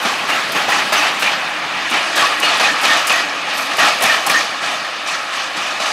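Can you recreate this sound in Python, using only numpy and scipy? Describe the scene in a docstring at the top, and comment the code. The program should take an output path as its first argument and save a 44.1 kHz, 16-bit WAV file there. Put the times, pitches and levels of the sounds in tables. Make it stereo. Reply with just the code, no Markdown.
"""Loaded freight wagons roll away over rail joints and points in an open yard.
Rolling is banded noise, resonant steel and small ringing knocks, swelling after each axle's noisy blow.
Bright hissy ticks come along the steel rail, which outruns the air; short wavering tones stand out of
the clatter. Noise makes the deep ground rumble and one brief flange hiss; a nearby hard surface adds
one short echo."""
import sys
import numpy as np
from scipy import signal
from scipy.fft import rfft, irfft, next_fast_len
from scipy.io import wavfile
from scipy.ndimage import map_coordinates

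SR = 44100
rng = np.random.default_rng(int(sys.argv[2]) if len(sys.argv) > 2 else 0)


def unload_audio(sound):
    """Save the sound as a 16-bit wav file, at the path given as the first command line argument."""
    columns = np.transpose(np.atleast_2d(sound))
    # keep every value between -1 and 1, then stretch to whole-number steps
    steps = np.round(np.clip(columns, -1, 1) * 32767)
    wavfile.write(sys.argv[1], SR, steps.astype(np.int16))


N = 261072

# usual colour of wheels on rail and shaking wagons, relative: [f/Hz, level per Hz/dB]
ROLLING_COLOUR = [(130, -48), (200, -18), (290, -5), (450, -6), (800, -0.5), (1300, 1.5), (2000, -1.5),
                  (2600, 1), (3500, -3.5), (5000, -5), (7000, -13), (10000, -19), (13000, -33),
                  (15500, -50)]
# how alike left and right are across the spectrum: [f/Hz, likeness 0-1]
LEFT_RIGHT_LIKENESS = [(60, 0.76), (130, 1), (290, 1), (640, 1), (1410, 0.9), (3100, 0.67), (6820, 0.29),
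                       (15000, 0.49)]
# steady rolling under the blows, with tilts against the usual colour:
# [t/s, level/dB, bass/dB, upper middle/dB, treble/dB]
STEADY_ROLLING = [(0, -18, 1, -2, -1), (.9, -18, -0.5, -2, 0.5), (1.6, -19, -5.5, -6.5, -2),
                  (2.1, -17, -0.5, -2.5, -1), (2.4, -18.5, 0.5, -4.5, 1.5), (2.8, -16.5, -5, -4.5, -4),
                  (3.4, -20.5, 0.5, -5.5, -4.5), (3.9, -19.5, 2.5, -1, -0.5), (4.9, -22, -2, -6, -4),
                  (5.92, -21.5, -1, -2, -3)]
# axles on a joint, heard through the air: [t/s, clatter level/dB, clatter duration/s, brightness/dB,
# crack level/dB, knock level/dB, knock f/Hz, thud level/dB]
AXLE_BLOWS = [(0.048, -16, 0.037, 4, -21, -22, 708, -20), (0.287, -16.5, 0.097, -1.5, -19, -33, 705, -41),
              (0.548, -15.5, 0.055, -1.5, -22, -13, 495, -21), (0.678, -15, .12, 3, -32, -13, 820, -34),
              (0.921, -13.5, 0.15, 2.5, -17.5, -13.5, 664, -25), (1.222, -17, 0.1, 6, -14.5, -36, 797, -30),
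              (1.91, -15, 0.06, -1, -30, -32, 624, -26), (2.156, -13.5, 0.09, 3, -24, -18.5, 596, -34),
              (2.27, -26, 0.026, -8, -26, -39, 673, -44), (2.428, -16, 0.11, 5, -19.5, -17, 620, -36),
              (2.596, -16, 0.035, -1, -16.5, -32, 676, -23), (2.62, -17, 0.062, 8, -21, -20, 613, -36),
              (2.834, -14, 0.14, 6.5, -17, -17, 790, -21), (3.095, -16, 0.099, 5, -14, -23, 576, -40),
              (3.482, -23, 0.12, 8, -33, -30, 790, -38), (3.709, -27, 0.053, 2, -24, -23.5, 611, -38),
              (3.781, -10.5, 0.097, -2.5, -26, -25, 800, -23),
              (4.008, -14.5, 0.044, -6, -21, -16, 570, -38), (4.034, -14, 0.11, 1.5, -31, -12, 750, -23),
              (4.268, -27, .015, 0, -19, -15, 810, -25.5), (4.295, -17.5, 0.11, 8, -18, -20, 610, -25),
              (4.619, -20.5, 0.12, 6, -33, -19, 748, -37), (4.845, -30, 0.054, 0, -29, -40, 740, -40),
              (5.058, -23, 0.089, 13, -31, -37, 746, -37), (5.32, -22, 0.095, 5, -27, -37, 686, -45),
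              (5.558, -23.5, 0.15, 6, -27, -28, 720, -30), (5.8, -22.5, 0.045, 8, -21, -26, 732, -27),
              (5.857, -21, 0.093, 8, -26, -38, 711, -46)]


def from_db(db):
    """Gain of a level in dB."""
    return 10 ** (np.asarray(db) / 20)


def rms_one(x):
    """Scaled to rms 1."""
    return x / np.sqrt(np.mean(x ** 2) + 1e-20)


def in_time(rows):
    """Each column of a timed table, interpolated sample by sample."""
    s, *columns = np.transpose(rows)
    return [np.interp(np.arange(N) / SR, s, c) for c in columns]


def at_hz(points, hz):
    """A spectrum read on a log-frequency axis."""
    point_hz, value = np.transpose(points)
    return np.interp(np.log(hz), np.log(point_hz), value)


def drift(rate_hz):
    """Slow chance: noise at every 40th sample through a double one-pole low-pass; spread 1."""
    r = np.exp(-2 * np.pi * rate_hz * 40 / SR)
    noise = rng.standard_normal(N // 40 + 2002)
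    slow = signal.lfilter([1], [1, -2 * r, r * r], noise)[2000:]  # start-up dropped
    return np.interp(np.arange(N) / 40, np.arange(len(slow)), rms_one(slow))


def ring(clicks, hz, t60):
    """A two-pole resonance: a unit click starts a dying sine of height 1, down 60 dB after t60 seconds."""
    r, w = from_db(-60 / (t60 * SR)), 2 * np.pi * hz / SR
    return signal.lfilter([0, np.sin(w)], [1, -2 * r * np.cos(w), r * r], clicks + 1e-18)


def bursts(times, levels_db, t60s, rises_s):
    """Envelope of events that rise quickly and die exponentially, each cut off after half a second."""
    out = np.zeros(N)
    for s, level_db, t60, rise_s in np.broadcast(times, levels_db, t60s, rises_s):
        i = round(s * SR)
        t = np.arange(min(N - i, SR // 2)) / SR
        decay = from_db(level_db - 60 * t / max(t60, .005))
        out[i:i + len(t)] += decay * (1 - np.exp(-t / max(rise_s, .0003)))
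    return out


def spread(hz):
    """Gains of the common and the opposed (left minus right) part that give the likeness at this pitch."""
    alike = np.clip(at_hz(LEFT_RIGHT_LIKENESS, hz), 0, .99)
    return np.sqrt([[1 + alike], [1 - alike]])


def banded(spectrum, low_hz, control_db):
    """Third-octave bands of noise, a common and an opposed part; control_db(hz) moves each band in time."""
    out = 0
    edges = low_hz * 2 ** np.arange(0, np.log2(18000 / low_hz) + .3, 1 / 3)
    white = rng.standard_normal((2, 2, N))      # neighbouring bands get unrelated noise
    for k, (low, high) in enumerate(zip(edges, edges[1:])):
        hz = np.sqrt(low * high)
        band_filter = signal.butter(2, [low, high], "band", fs=SR, output="sos")
        band = signal.sosfilt(band_filter, white[k % 2])
        out = out + from_db(at_hz(spectrum, hz) + control_db(hz)) * band * spread(hz)
    return out


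def clatter():
    """Power of rolling plus a swell per axle: level, its excess over the rolling, and brightness (all dB)."""
    swell_rise_s, fade_db_per_s = 0.02, 116     # each swell rises, lasts, then fades
    roll_db, t = in_time(STEADY_ROLLING)[0], np.arange(SR // 2) / SR
    power, bright = from_db(roll_db) ** 2, np.zeros(N)
    for s, level_db, lasts, bright_db, *_ in AXLE_BLOWS:
        fading_db = level_db - fade_db_per_s * np.maximum(t - lasts, 0)
        swell = np.minimum(t / swell_rise_s, 1) * from_db(fading_db) ** 2
        i = round(s * SR)
        power[i:i + len(t)] += swell[:N - i]
        bright[i:i + len(t)] += bright_db * swell[:N - i]
    level_db = 10 * np.log10(power)
    return level_db, level_db - roll_db, bright / power     # brightness counts by share of the power


def roar(level_db, bass_db, bright_db, top_db, uneven_db, own_db):
    """Wheels rumbling on rough rail and many parts shaking; all bands throb together, each also alone."""
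    throb = uneven_db * drift(31)
    # share of each tilt by pitch: (Hz, 0-1)
    bass_share = [(250, 1), (700, 0)]
    bright_share = [(2500, 0), (6000, 1), (11000, 0)]
    top_share = [(6000, 0), (11000, 1)]

    def control_db(hz):
        tilt_db = at_hz(bass_share, hz) * bass_db
        tilt_db = tilt_db + at_hz(bright_share, hz) * bright_db
        tilt_db = tilt_db + at_hz(top_share, hz) * top_db
        return tilt_db + throb + own_db * drift(16.3)

    return from_db(level_db) * rms_one(banded(ROLLING_COLOUR, 125.5, control_db))


def hum(level_db, uneven_db):
    """Rail roughness keeps the steel modes sounding, each waxing and waning alone."""
    # resonances of wheels and wagon plates, relative: [f/Hz, width/Hz, level/dB]
    modes = [(304, 27, -7.5), (750, 70, -11.5), (838, 38, 0), (1103, 32, -3.5), (1290, 76, -1),
             (1667, 67, 0.5), (1914, 73, -0.5), (2273, 60, -8), (2558, 70, 4), (2930, 390, -14),
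             (3603, 94, -4), (4310, 69, -5.5), (6500, 48, -10)]
    out = 0
    for (hz, width, mode_db), noise in zip(modes, rng.standard_normal((len(modes), 2, N))):
        gain = from_db(mode_db + uneven_db * drift(9.4))
        t60 = np.log(1000) / np.pi / width      # a narrower mode rings longer
        out = out + gain * spread(hz) * rms_one(ring(noise, hz, t60))
    return from_db(level_db) * rms_one(out)


def rattle(level_db, per_s, cycles):
    """Small random knocks of links, brake gear and plates, each dying by 60 dB in the given cycles."""
    sizes = from_db(3.5 * np.minimum(rng.exponential(1, N), 4)) * rng.choice([-1, 1], N)
    born = rng.random(N) < per_s / SR
    dealt = rng.integers(0, 24, N)      # which pitch each knock excites
    rings = 0
    for k, hz in enumerate(np.geomspace(600, 6500, num=24)):
        knocks = sizes * born * (dealt == k)
        rings = rings + from_db(at_hz(ROLLING_COLOUR, hz)) * hz * ring(knocks, hz, cycles / hz)
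    return from_db(level_db) * rms_one(rings)


def ground_rumble():
    """Deep rumble through the ground: low noise whose level wanders slowly."""
    # rumble level: [t/s, level/dB]
    rumble_level = [(0, -37), (.7, -33), (1.6, -34.5), (2.3, -42.5), (4.3, -45), (5.92, -45)]
    # rumble colour, relative: [f/Hz, level per Hz/dB]
    rumble_colour = [(25, 15.5), (50, 2), (90, -17), (130, -11), (180, -5.5), (260, -7), (400, -46)]
    level_db = in_time(rumble_level)[0] + 1.0 * drift(1.3)
    return from_db(level_db) * rms_one(banded(rumble_colour, 25.1, lambda hz: 0))


def echo(x):
    """One dull reflection with a turned phase: it combs the low and middle range."""
    delay_s, turn_rad, cut_hz = 0.001762, -1.04, 2800
    size = next_fast_len(N + 4096)
    hz = np.arange(size // 2 + 1) * SR / size
    path = np.exp(-1j * (2 * np.pi * hz * delay_s + turn_rad)) / (1 + (hz / cut_hz) ** 8)
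    return irfft(rfft(x, size) * path, size)[..., :N]


def rail_ticks():
    """Sound in the steel outruns the air: a hissy tick with a longer shimmer; earlier ticks keep more edge."""
    # ticks carried by the rail: [t/s, level/dB]
    tick_times = [(0.0164, -35.5), (0.277, -33), (0.5192, -32), (0.6804, -32), (0.9218, -25),
                  (1.1946, -26.5), (1.8966, -29), (2.1545, -24.5), (2.398, -27), (2.5694, -33.5),
                  (2.608, -35), (2.812, -31), (2.8285, -28), (2.9692, -32), (3.069, -25.5), (3.1684, -49),
                  (3.5694, -28.5), (3.768, -30), (3.7983, -42), (4.0068, -38), (4.022, -22), (4.263, -24),
                  (4.2976, -39), (4.374, -36), (4.6164, -30), (5.0724, -31), (5.5662, -29.5), (5.8027, -29),
                  (5.8621, -40)]
    # tick hiss, relative: [f/Hz, level per Hz/dB]
    tick_colour = [(2350, -28), (4000, 0.5), (5920, 0.5), (6640, 2.5), (11700, -5), (12500, 4),
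                   (15600, -19)]
    # tick level above 10 kHz, bright until 4.3 s, then suddenly dull: [t/s, level/dB]
    edge_level = [(0, -2.5), (2.5, -5), (4.3, -4), (4.6, -32), (5.92, -31)]
    tick_t60_s, shimmer_t60_s, shimmer_db = 0.076, 0.43, -4
    rough_db = 4    # uneven, as many small strikes
    s, level_db = np.transpose(tick_times)
    shape = bursts(s, level_db, tick_t60_s, 0.0014)
    shape = shape + bursts(s, level_db + shimmer_db, shimmer_t60_s, 0.031)
    hiss, out = banded(tick_colour, 4200, lambda hz: 0), 0
    for kind, db in ("low", 0), ("high", in_time(edge_level)[0]):
        split = signal.butter(4, 10000, kind, fs=SR, output="sos")
        out = out + from_db(db) * rms_one(signal.sosfilt(split, hiss))
    return out * shape * from_db(rough_db * drift(52.0))


def blows():
    """Wheel drops on the joint: a gritty crack through the wagon's colour, a short knock and a deeper thud."""
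    rebound_db = -7.5   # the wheelset lands once more as the clatter ends, against its clatter level
    rough_db = 3        # a crack is a cluster of uneven strikes
    low_cut_hz = 160    # the blows carry little sound below this
    s, clatter_db, lasts, _, crack_db, knock_db, knock_hz, thud_db = np.transpose(AXLE_BLOWS)
    rebound_s = np.minimum(s + lasts, N / SR)
    cracks = bursts(s, crack_db, 0.23, rises_s=0.0013)
    cracks = cracks + bursts(rebound_s, clatter_db + rebound_db, 0.088, rises_s=0.004)
    grit = from_db(rough_db * drift(43.0))
    out = cracks * grit * rms_one(banded(ROLLING_COLOUR, 393, lambda hz: 0))
    thud_band = signal.butter(3, [170, 450], "band", fs=SR, output="sos")
    low = signal.sosfilt(thud_band, rng.standard_normal(N))
    out[0] += bursts(s, thud_db, 0.12, rises_s=0.0036) * rms_one(low)     # common part only
    t = np.arange(SR // 4) / SR
    for at, level_db, hz, noise in zip(s, knock_db, knock_hz, rng.standard_normal((len(s), len(t)))):
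        shape = from_db(level_db - 60 * t / 0.089) * (1 - np.exp(-t / 0.0032))
        knock = rms_one(ring(noise, hz, 16.0 / hz)) * shape
        i = round(at * SR)
        out[0, i:i + len(t)] += knock[:N - i]
    return signal.sosfilt(signal.butter(3, low_cut_hz, "high", fs=SR, output="sos"), out)


def wavering_tones():
    """Each tone swells, dies and loses its phase: a sine whose phase takes a random walk."""
    # short wavering tones standing out of the clatter: [t/s, approximate peak level/dB, f/Hz,
    # approximate rise/s]
    clatter_tones = [(0.31, -15.5, 2800, 0.017), (0.351, -18, 1314, 0.017), (0.679, -14, 788, 0.011),
                     (0.719, -10, 1900, 0.007), (0.923, -16.5, 1278, .021), (0.969, -15, 6060, .012),
                     (1.01, -21, 2640, 0.013), (1.255, -12, 2400, 0.017), (2.191, -17, 3250, 0.011),
                     (2.215, -10.5, 1154, 0.02), (2.305, -18, 1196, 0.014), (2.416, -16, 2560, .016),
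                     (2.421, -14.5, 2880, .022), (2.44, -18.5, 4340, .014), (2.469, -17, 1290, 0.011),
                     (2.473, -17.5, 4350, 0.012), (2.641, -15, 2490, .013), (2.666, -14, 1780, .025),
                     (2.886, -10.5, 1828, .025), (3.104, -15, 2490, 0.021), (3.123, -15, 1906, 0.036),
                     (3.786, -16, 1883, 0.019), (3.817, -12, 1115, .012), (4.024, -16.5, 700, 0.0099),
                     (4.064, -21, 2380, 0.019), (4.094, -10, 1817, 0.014), (4.257, -19, 1107, 0.017),
                     (4.26, -20, 772, .019), (4.294, -14.5, 2425, 0.0087), (4.34, -9, 1806, .024),
                     (4.368, -19.5, 6480, 0.0077)]
    rough_hz = 37   # width that the wandering phase gives each tone
    out, t = np.zeros(N), np.arange(SR // 4) / SR
    all_steps = rng.standard_normal((len(clatter_tones), len(t)))
    for (s, peak_db, hz, rise_s), steps in zip(clatter_tones, all_steps):
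        wander = np.cumsum(steps) * np.sqrt(2 * np.pi * rough_hz / SR)
        tone = np.sin(2 * np.pi * hz * t + wander)
        age = t / max(rise_s, .004)
        shape = from_db(peak_db) * age * np.exp(1 - age ** 1.16)
        i = round(s * SR)
        out[i:i + len(t)] += (shape * tone)[:N - i]
    return out


def flange():
    """A flange brushing the rail: a narrow band of high hiss that swells and dies."""
    peak_s, level_db, half_width_s = 3.59, -39, .05
    band = signal.butter(2, (11500, 13000), "band", fs=SR, output="sos")
    shape = np.exp(-((np.arange(N) / SR - peak_s) / half_width_s) ** 2)
    return from_db(level_db) * shape * rms_one(signal.sosfilt(band, rng.standard_normal((2, N))))


def scene():
    """Air-borne sound gets the echo; steel and ground add theirs; then the two microphone ports."""
    # where the train is: [t/s, left lead/ms, echo share 0-1]
    train_place = [(0, 0.071, 0.11), (1.5, 0.056, 0.14), (2.4, 0.026, 0.22), (4.2, 0.0087, 0.33),
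                   (5.92, 0.0084, 0.28)]
    bass_follows, treble_follows = -1.26, -.2   # dB of colour per dB of clatter over the rolling
    pan_offset_db, pan_db_per_ms = -0.77, 31    # left-right level goes with the lead
    level_db, over_db, axle_bright_db = clatter()
    _, bass_db, bright_db, top_db = in_time(STEADY_ROLLING)
    bass_db = bass_db + bass_follows * over_db
    bright_db = bright_db + axle_bright_db
    top_db = top_db + treble_follows * over_db
    lead_ms, echo_share = in_time(train_place)
    pan_db = pan_offset_db + pan_db_per_ms * lead_ms

    # the layers' two rows are common and opposed
    air = roar(level_db - 4.5, bass_db, bright_db, top_db, uneven_db=0.27, own_db=1.5) + blows()
    air += hum(level_db - 10.5, uneven_db=3.0)
    knocks = rattle(level_db - 14.5, per_s=500.0, cycles=43.0)
    scattered = from_db(-40) * np.roll(knocks, 300)     # scattered by the yard
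    air += np.array([knocks, scattered])
    ground = ground_rumble()
    steel = rail_ticks() + flange() + wavering_tones() * [[1], [.3]]    # tones lean left
    common, opposed = air + echo_share * echo(air) + steel + ground

    # the train is to the left, so that port hears it a little early
    early = np.arange(N) + lead_ms * SR / 1000
    left = map_coordinates(common + opposed, [early], order=3, mode="nearest")
    return np.array([left, common - opposed]) * from_db([pan_db / 2, -pan_db / 2])


def record(dry):
    """A small microphone loses the bass; the highest peaks clip; the top is cut."""
    low_cut_hz, top_cut_hz = 125, 15690
    thin = signal.sosfilt(signal.butter(3, low_cut_hz, "high", fs=SR, output="sos"), dry)
    clipped = np.clip(thin, -.97, .97)
    return signal.sosfilt(signal.ellip(12, .5, 80, top_cut_hz, fs=SR, output="sos"), clipped)


dry = scene()
out = record(dry)
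unload_audio(out)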